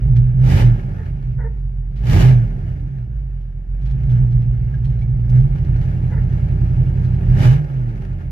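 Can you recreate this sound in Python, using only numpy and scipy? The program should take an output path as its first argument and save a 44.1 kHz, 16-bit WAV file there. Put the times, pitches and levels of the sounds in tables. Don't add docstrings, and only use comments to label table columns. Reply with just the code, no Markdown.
import sys
import numpy as np
from scipy import signal
from scipy.fft import rfft, irfft, next_fast_len
from scipy.io import wavfile
from scipy.ndimage import uniform_filter1d, minimum_filter1d, map_coordinates

SR = 44100
rng = np.random.default_rng(int(sys.argv[2]) if len(sys.argv) > 2 else 0)


def store_wav(level_fs):
    pcm = np.round(np.clip(np.atleast_2d(level_fs), -1, 1) * 32767)
    wavfile.write(sys.argv[1], SR, pcm.T.astype(np.int16))


N = 366471
TIME_S = np.arange(N) / SR
CRUISE_HZ = 60


def amp(db):
    return 10 ** (np.asarray(db) / 20)


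def unit_rms(x):
    return x / np.sqrt(np.mean(x ** 2) + 1e-20)


def at_hz(points, hz):
    f, value = np.transpose(points)
    return np.interp(np.log(hz + 1), np.log(f + 1), value)


def per_sample(points):
    return np.interp(TIME_S, *np.transpose(points))


def noise_pair():
    return rng.standard_normal((2, N))


def wobble(knots_per_s):
    knots = rng.standard_normal(1024)
    grid = np.arange(0, N, 64)
    coarse = map_coordinates(knots, [grid * knots_per_s / SR], mode="wrap")
    return np.interp(np.arange(N), grid, coarse)


def filtered(x, response):
    size = next_fast_len(N + SR // 2, True)
    return irfft(rfft(x, size) * response(np.fft.rfftfreq(size, 1 / SR)), size)[..., :N]


def mode_cluster(x, hz, width_hz):
    def response(f):
        detune = 1j * (f * f - hz * hz) / ((f + 1e-6) * width_hz)
        return 1 / ((1 + detune) * (1 + detune + detune * detune))
    return filtered(x, response)


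def levelled(x, window_s):
    size = int(window_s * SR)
    power = np.abs(uniform_filter1d(uniform_filter1d(x * x, size), size))
    return x / np.sqrt(power + 1e-4 * np.mean(x * x))


def patchy(x, depth_db, size=512):
    spectra = signal.stft(x, nperseg=size)[2]
    field = uniform_filter1d(rng.standard_normal(spectra.shape[1:]), size=5, axis=0)
    field = uniform_filter1d(field, size=7, axis=1)
    return signal.istft(spectra * amp(depth_db * unit_rms(field)), nperseg=size)[1][:, :N]


def puffs(pulses, decay_s, depth):
    pole = np.exp(-1 / (decay_s * SR))
    return unit_rms(1 + depth * unit_rms(signal.lfilter([1], [1, -pole], pulses)))


def reflections(t60_s, size=16384):
    tail = rng.standard_normal((2, size)) * amp(-60 * np.arange(size) / SR / t60_s)
    return tail / np.linalg.norm(tail, axis=1, keepdims=True)


# f/Hz, width/Hz, gain/dB
DASH_PANELS = [(335, 40, 2), (387, 25, 3), (600, 40, 2), (822, 60, 1.5), (1100, 400, -3), (1670, 50, 2.5),
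               (1850, 40, 1.5), (2150, 60, 3), (2950, 120, 2.5)]
# f/Hz, left-right correlation
CORRELATION = [(150, -0.8), (300, 0.22), (600, 0.33), (1300, -0.32), (2600, 0.16), (6000, -0.14),
               (14000, -0.1)]

def in_cabin(pair, spectrum, bounce=.3, shared=.62, t60_s=.06, size=8192):
    hz = np.fft.rfftfreq(size, 1 / SR)
    panels_db = sum(db / (1 + (2 * (hz - centre) / width) ** 2) for centre, width, db in DASH_PANELS)
    colour = amp(at_hz(spectrum, hz) + panels_db)
    correlation = np.clip(at_hz(CORRELATION, hz), -1, 1)
    spread = np.tan(np.arccos(correlation) / 2) / np.hypot(shared, 1 - shared)
    ahead, across = rfft(reflections(t60_s, size))
    front = (1 + bounce * ahead) / np.hypot(1, bounce)
    paths = colour * np.array([front, spread * shared * across, spread * (1 - shared)])
    impulses = np.fft.fftshift(irfft(paths), axes=1)
    mid, doors, diffuse = signal.oaconvolve(pair[[0, 0, 1]], impulses, "same", axes=1)
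    return np.array([mid + doors + diffuse, mid - doors - diffuse]) / np.std(mid)


# t/s, firing rate/Hz
IDLE_SPEED = [(0, 58), (.15, 62), (.44, 64.5), (1.75, 43), (1.9, 44), (2.04, 58), (3.6, 40), (3.75, 46),
              (3.9, 56), (4.15, 61.5), (4.4, 61), (4.65, 57.5), (5.2, 59), (5.38, 64), (5.5, 77),
              (5.66, 86), (5.9, 88.3), (6.47, 85.3), (6.95, 88.2), (7.35, 90.5), (8.31, 60)]
# t/s, time to release/s, closing time/s, opening 0-1, top firing rate/Hz, spin-up/(Hz/s)
BLIPS = [(.345, .21, .235, .89, 122, 310), (1.96, .25, .23, 1, 130, 370), (3.99, .1, .18, .3, 62, 100),
         (5.22, .12, .18, .22, 64, 100), (7.268, .155, .25, .82, 149, 310)]

def crank(lag_s=.08, hang_s=.025, coast_hz_per_s=108, rest_hz=40, ease_hz=21):
    idle_hz = per_sample(IDLE_SPEED)
    rate_hz = idle_hz
    for onset_s, _, _, _, top_hz, rev_hz_per_s in BLIPS:
        start_hz = np.interp(onset_s + lag_s, TIME_S, idle_hz)
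        since_s = TIME_S - onset_s - lag_s
        rise_s = (top_hz - start_hz) / rev_hz_per_s
        rise_hz = np.minimum(start_hz + rev_hz_per_s * since_s, top_hz)
        fall_hz = top_hz - coast_hz_per_s * (since_s - rise_s - hang_s)
        coast_hz = rest_hz + ease_hz * np.logaddexp(0, (fall_hz - rest_hz) / ease_hz)
        rate_hz = np.maximum(rate_hz, np.minimum(rise_hz, coast_hz))
    return rate_hz


def throttle_plate(open_s=.18):
    throttle = np.zeros(N)
    for onset_s, held_s, closing_s, opening, _, _ in BLIPS:
        since_s = TIME_S - onset_s
        ramp = np.clip(np.minimum(since_s / open_s, 1 - (since_s - held_s) / closing_s), 0, 1)
        throttle += opening * np.sin(np.pi / 2 * ramp) ** 2
    return throttle


# t/s, load/dB
ENGINE_LOAD = [(0, 0), (.17, 2), (.29, -2.5), (.42, 0), (.8, -2.6), (1.3, -7), (1.65, -11.5), (1.93, -10),
               (2.07, -1), (2.2, 0), (2.5, -3.5), (3.55, -15), (3.9, -4), (4.17, 0), (4.6, -3.3),
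               (5.17, -2.8), (5.37, 2), (5.55, 0), (7.35, 2.6), (7.68, -7.5), (7.95, -5), (8.31, -7)]

def level_db(law, rate_hz, throttle):
    base_db, per_octave, per_load, boost_db = law
    speed_db = per_octave * np.log2(rate_hz / CRUISE_HZ)
    return base_db + speed_db + per_load * per_sample(ENGINE_LOAD) + boost_db * throttle


CYLINDERS = [(1.2, .02), (.8, .09), (1.1, .025), (.98, .17), (.7, .12), (1.25, .005), (.87, .035),
             (.99, .095)]

def firings(rate_hz, lumpy_db, jitter):
    count = np.arange(1024)
    timing_error, force_error = rng.standard_normal((len(count), 2)).T
    fired = np.cumsum(rate_hz) / SR
    slowness = rate_hz.mean() / np.interp(count, fired, rate_hz)
    strength, delay = np.array(CYLINDERS)[count % 8].T
    at = np.interp(count + delay + jitter * slowness * timing_error, fired, np.arange(N)).astype(int)
    force = strength * amp(lumpy_db * force_error * np.sqrt(rate_hz.mean() / rate_hz[at]))
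    return np.bincount(at, force * (at < N - 1), N)


# f/Hz, width/Hz, then the four level_db law terms
LOW_MODES = [(45, 16, 45.7, -.7, 1.05, 5), (88, 18, 29, -1.4, .7, 14.5), (127, 21, 43, -4, 1.5, 6.5),
             (156, 16, 19.5, 9, .9, 9)]

def exhaust_boom(rate_hz, throttle, pulses, bank_skew=.2, left_lag_s=.00045):
    alternation = np.cos(np.pi * np.cumsum(rate_hz) / SR)
    pulses = pulses * (1 + bank_skew * throttle * alternation)
    boom = sum(mode_cluster(pulses * amp(level_db(law, rate_hz, throttle)), hz, width_hz)
               for hz, width_hz, *law in LOW_MODES)
    return np.array([np.interp(TIME_S - left_lag_s, TIME_S, boom), boom])


GROWL_LAW = (-34, 3, .95, 8.3)
CLATTER_LAW = (-53.1, 5.5, .47, 13)
# f/Hz, gain/dB
GROWL_RESPONSE = [(100, -40), (135, -1), (158, 4), (200, -3), (245, -14), (330, -20), (400, -25),
                  (500, -35), (800, -50), (3000, -110)]
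# f/Hz, level/dB
GAS_SPECTRUM = [(100, -40), (180, -3), (260, -4.5), (330, 2.5), (400, -3), (460, -7), (700, -6), (850, -11),
                (1100, -17), (3000, -50)]

def exhaust_growl(rate_hz, throttle, orders_gain_db=2, gas_gain_db=-5):
    pulses = firings(rate_hz, lumpy_db=1.4, jitter=.035)
    orders = levelled(filtered(pulses, lambda hz: amp(at_hz(GROWL_RESPONSE, hz))), window_s=.1)
    gas = in_cabin(noise_pair() * puffs(pulses, decay_s=.005, depth=.5), GAS_SPECTRUM)
    growl_db = level_db(GROWL_LAW, rate_hz, throttle)
    gas_db = (growl_db + level_db(CLATTER_LAW, rate_hz, throttle)) / 2
    return amp(growl_db + orders_gain_db) * orders + amp(gas_db + gas_gain_db) * gas


# f/Hz, level/dB
VALVE_SPECTRUM = [(240, -31), (400, -2), (458, -6.5), (734, -5.5), (854, -9), (935, -16.5), (1190, -14.5),
                  (1450, -12.5), (1970, -15), (2790, -21.5), (3290, -27.5), (6040, -34.5), (7930, -44.5),
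                  (12300, -41.5), (15000, -48.5)]

def valve_clatter(rate_hz, throttle, scatter_db=4.5, lope_db=.8):
    fired = np.cumsum(rate_hz) / SR
    at = np.flatnonzero(np.diff(np.floor(2 * fired)))
    taps = np.bincount(at, amp(scatter_db * rng.standard_normal(4096)[:len(at)]), N)
    bursts = patchy(noise_pair(), depth_db=1.1) * puffs(taps, decay_s=.003, depth=.45)
    clatter = in_cabin(bursts, VALVE_SPECTRUM)
    swell_db = lope_db * np.sin(2 * np.pi * fired / len(CYLINDERS)) + 1.1 * wobble(14)
    return amp(level_db(CLATTER_LAW, rate_hz, throttle) + swell_db) * clatter


def pulley_hum(rate_hz, ratio=3.81, hum_db=-51.5, slip=.009):
    pitch_hz = ratio * rate_hz * (1 + slip * wobble(30))
    gain = amp(hum_db + 2 * wobble(12) + 2 * wobble(3))
    return gain * np.sin(2 * np.pi * np.cumsum(pitch_hz) / SR)


# f/Hz, level/dB
HISS_SPECTRUM = [(180, -32), (300, -2.5), (817, -15.5), (979, -27.5), (1450, -17.5), (1740, -24),
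                 (2340, -28.5), (15200, -55)]

def cabin_hiss(hiss_db=-69):
    return amp(hiss_db) * in_cabin(noise_pair(), HISS_SPECTRUM)


# t/s, level/dB, ring f/Hz, snap gain/dB, ring gain/dB, t60/s
TRIM_TICKS = [(.1575, -36.5, 1750, -22, -11, .11), (1.955, -50, 2250, -26, -12, .4),
              (3.405, -58, 4200, -19, -20, .15), (3.8141, -50, 1210, -24, -10, .12),
              (3.8535, -44, 1910, -26, -7, .14), (3.895, -52, 3700, -21, -16, .25),
              (4.0281, -48, 1530, -25, -12, .1), (4.095, -45, 2070, -24, -14, .2),
              (4.305, -53, 2200, -20, -14, .25), (4.4144, -47, 1570, -29, -12, .07),
              (4.738, -46, 1640, -26, 13, .07), (4.8417, -45, 1920, -22, -8, .1),
              (4.851, -50, 4200, -22, -6, .13), (4.895, -50, 2500, -20, -9, .12),
              (4.985, -54, 4050, -22, -8, .12), (5.0153, -47, 2280, -26, 5, .1),
              (5.291, -45, 5200, -5, -12, .11), (5.399, -47, 1320, -21, -10, .1),
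              (5.5471, -46, 1460, -24, -9, .08), (5.6434, -45, 1680, -28, -10, .07),
              (5.8085, -42, 1900, -22, -9, .15), (7.0427, -45, 1650, -28, -1, .1)]
# f/Hz, level/dB
BODY_SPECTRUM = [(500, -25), (1000, -7.5), (1800, 0.5), (3000, -2.5), (5500, -9), (8000, -22.5),
                 (14000, -29.5)]
SNAP_SPECTRUM = [(2000, -30), (5500, 0), (8000, -8), (14000, -10)]

def trim_ticks(attack_s=.005, body_gain_db=-5.5, snap_gain_db=-4, buzz_rad=.5):
    t = np.arange(SR // 4) / SR
    body, snap, ring = np.zeros((3, N + SR))
    waver = buzz_rad * wobble(400)
    for onset_s, db, ring_hz, snap_db, ring_db, t60_s in TRIM_TICKS:
        start = round(onset_s * SR)
        span = slice(start, start + len(t))
        burst = (1 - np.exp(-t / attack_s)) * amp(db - 60 * t / t60_s)
        body[span] += burst * amp(body_gain_db)
        snap[span] += burst * amp(snap_db + snap_gain_db)
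        ring[span] += burst * amp(ring_db) * np.sin(2 * np.pi * ring_hz * t + waver[span])
    chatter = unit_rms(amp(3 * wobble(220)))
    body_noise = body[:N] * in_cabin(noise_pair(), BODY_SPECTRUM)
    snap_noise = snap[:N] * in_cabin(noise_pair(), SNAP_SPECTRUM)
    return ring[:N] + chatter * (body_noise + snap_noise)


# f/Hz, level/dB
ROAR_SPECTRUM = [(150, -29), (250, -3), (347, -4), (391, 1), (433, -8), (590, -5.5), (740, -13), (835, -9),
                 (1090, -16), (1230, -15), (1380, -19), (1620, -13.5), (3030, -19), (3470, -23.5),
                 (6000, -35), (15200, -60)]
PLATE_SPECTRUM = [(700, -40), (1800, 0), (3000, 0), (5200, -1.5), (8200, -12), (13500, -11), (15200, -23)]

def intake_rasp(rate_hz, throttle, pulses, roar_db=-32, db_per_octave=4, plate_db=-41):
    gulps = puffs(pulses, decay_s=.004, depth=.5) * amp(.8 * wobble(25))
    roar = throttle ** 2 * in_cabin(noise_pair() * gulps, ROAR_SPECTRUM)
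    hiss = throttle ** 2.6 * in_cabin(noise_pair() * gulps, PLATE_SPECTRUM)
    speed_db = db_per_octave * np.log2(rate_hz / CRUISE_HZ)
    return amp(roar_db + speed_db) * roar + amp(plate_db) * hiss


# t/s, length/s, start f/Hz, end f/Hz, level/dB, tilt/(dB/octave)
YAPS = [(.965, .085, 445, 425, -47, 1), (1.378, .062, 505, 465, -41.5, -.5),
        (1.426, .066, 456, 442, -37.5, -5), (6.108, .05, 505, 465, -40, 1),
        (6.155, .055, 440, 420, -39.5, -1.5)]
# f/Hz, gain/dB
THROAT = [(150, -40), (300, -14), (480, 2.5), (680, -16), (880, -3), (1150, -20), (1400, -10), (1870, -6),
          (2150, -17), (2700, -50)]

def dog_yaps(pitch_jitter=.035, rasp=.9, echo_db=-3, t60_s=.32):
    voice, waver = np.zeros(N), wobble(260)
    breath = unit_rms(filtered(noise_pair()[0], lambda hz: amp(at_hz(THROAT, hz))))
    for onset_s, length_s, start_hz, end_hz, db, tilt_db in YAPS:
        progress = np.linspace(0, 1, int(length_s * SR))
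        start = round(onset_s * SR)
        span = slice(start, start + len(progress))
        pitch_hz = start_hz + (end_hz - start_hz) * progress ** 2
        phase = 2 * np.pi * np.cumsum(pitch_hz * (1 + pitch_jitter * waver[span])) / SR
        tone = sum(amp(at_hz(THROAT, k * pitch_hz) + tilt_db * np.log2(k)) * np.sin(k * phase)
                   for k in range(1, 5))
        yap = unit_rms(unit_rms(tone) + rasp * amp(tilt_db) * breath[span])
        voice[span] += amp(db) * yap * np.sin(np.pi * progress)
    echo = signal.fftconvolve(voice[None], reflections(t60_s), axes=1)[:, :N]
    return voice + amp(echo_db) * echo


def scene():
    rate_hz, throttle = crank(), throttle_plate()
    pulses = firings(rate_hz, lumpy_db=1.7, jitter=.028)
    exhaust = exhaust_boom(rate_hz, throttle, pulses) + exhaust_growl(rate_hz, throttle)
    engine_bay = valve_clatter(rate_hz, throttle) + intake_rasp(rate_hz, throttle, pulses)
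    return exhaust + engine_bay + pulley_hum(rate_hz) + trim_ticks() + dog_yaps() + cabin_hiss()


def limiter(x, ceiling=.98, reaction_s=.008):
    size = int(reaction_s * SR)
    gain = np.minimum(1, ceiling / (np.abs(x).max(axis=0) + 1e-9))
    return x * uniform_filter1d(minimum_filter1d(gain, 2 * size), size)


# f/Hz, left minus right/dB
MIC_BALANCE = [(60, -2.5), (110, -2.5), (200, -3.5), (380, 0.5), (690, 0), (1280, 1), (2360, 2),
               (4350, -0.5), (8020, 7), (14800, 5.5)]
# f/Hz, gain/dB
LOW_CUT = [(22, -17), (30, -7), (38, 0)]

def record(dry):
    def microphones(hz):
        return amp(np.outer([.5, -.5], at_hz(MIC_BALANCE, hz)) + at_hz(LOW_CUT, hz))
    top_hz = 15450
    return filtered(limiter(filtered(dry, microphones)), lambda hz: hz < top_hz)


dry = scene()
out = record(dry)
store_wav(out)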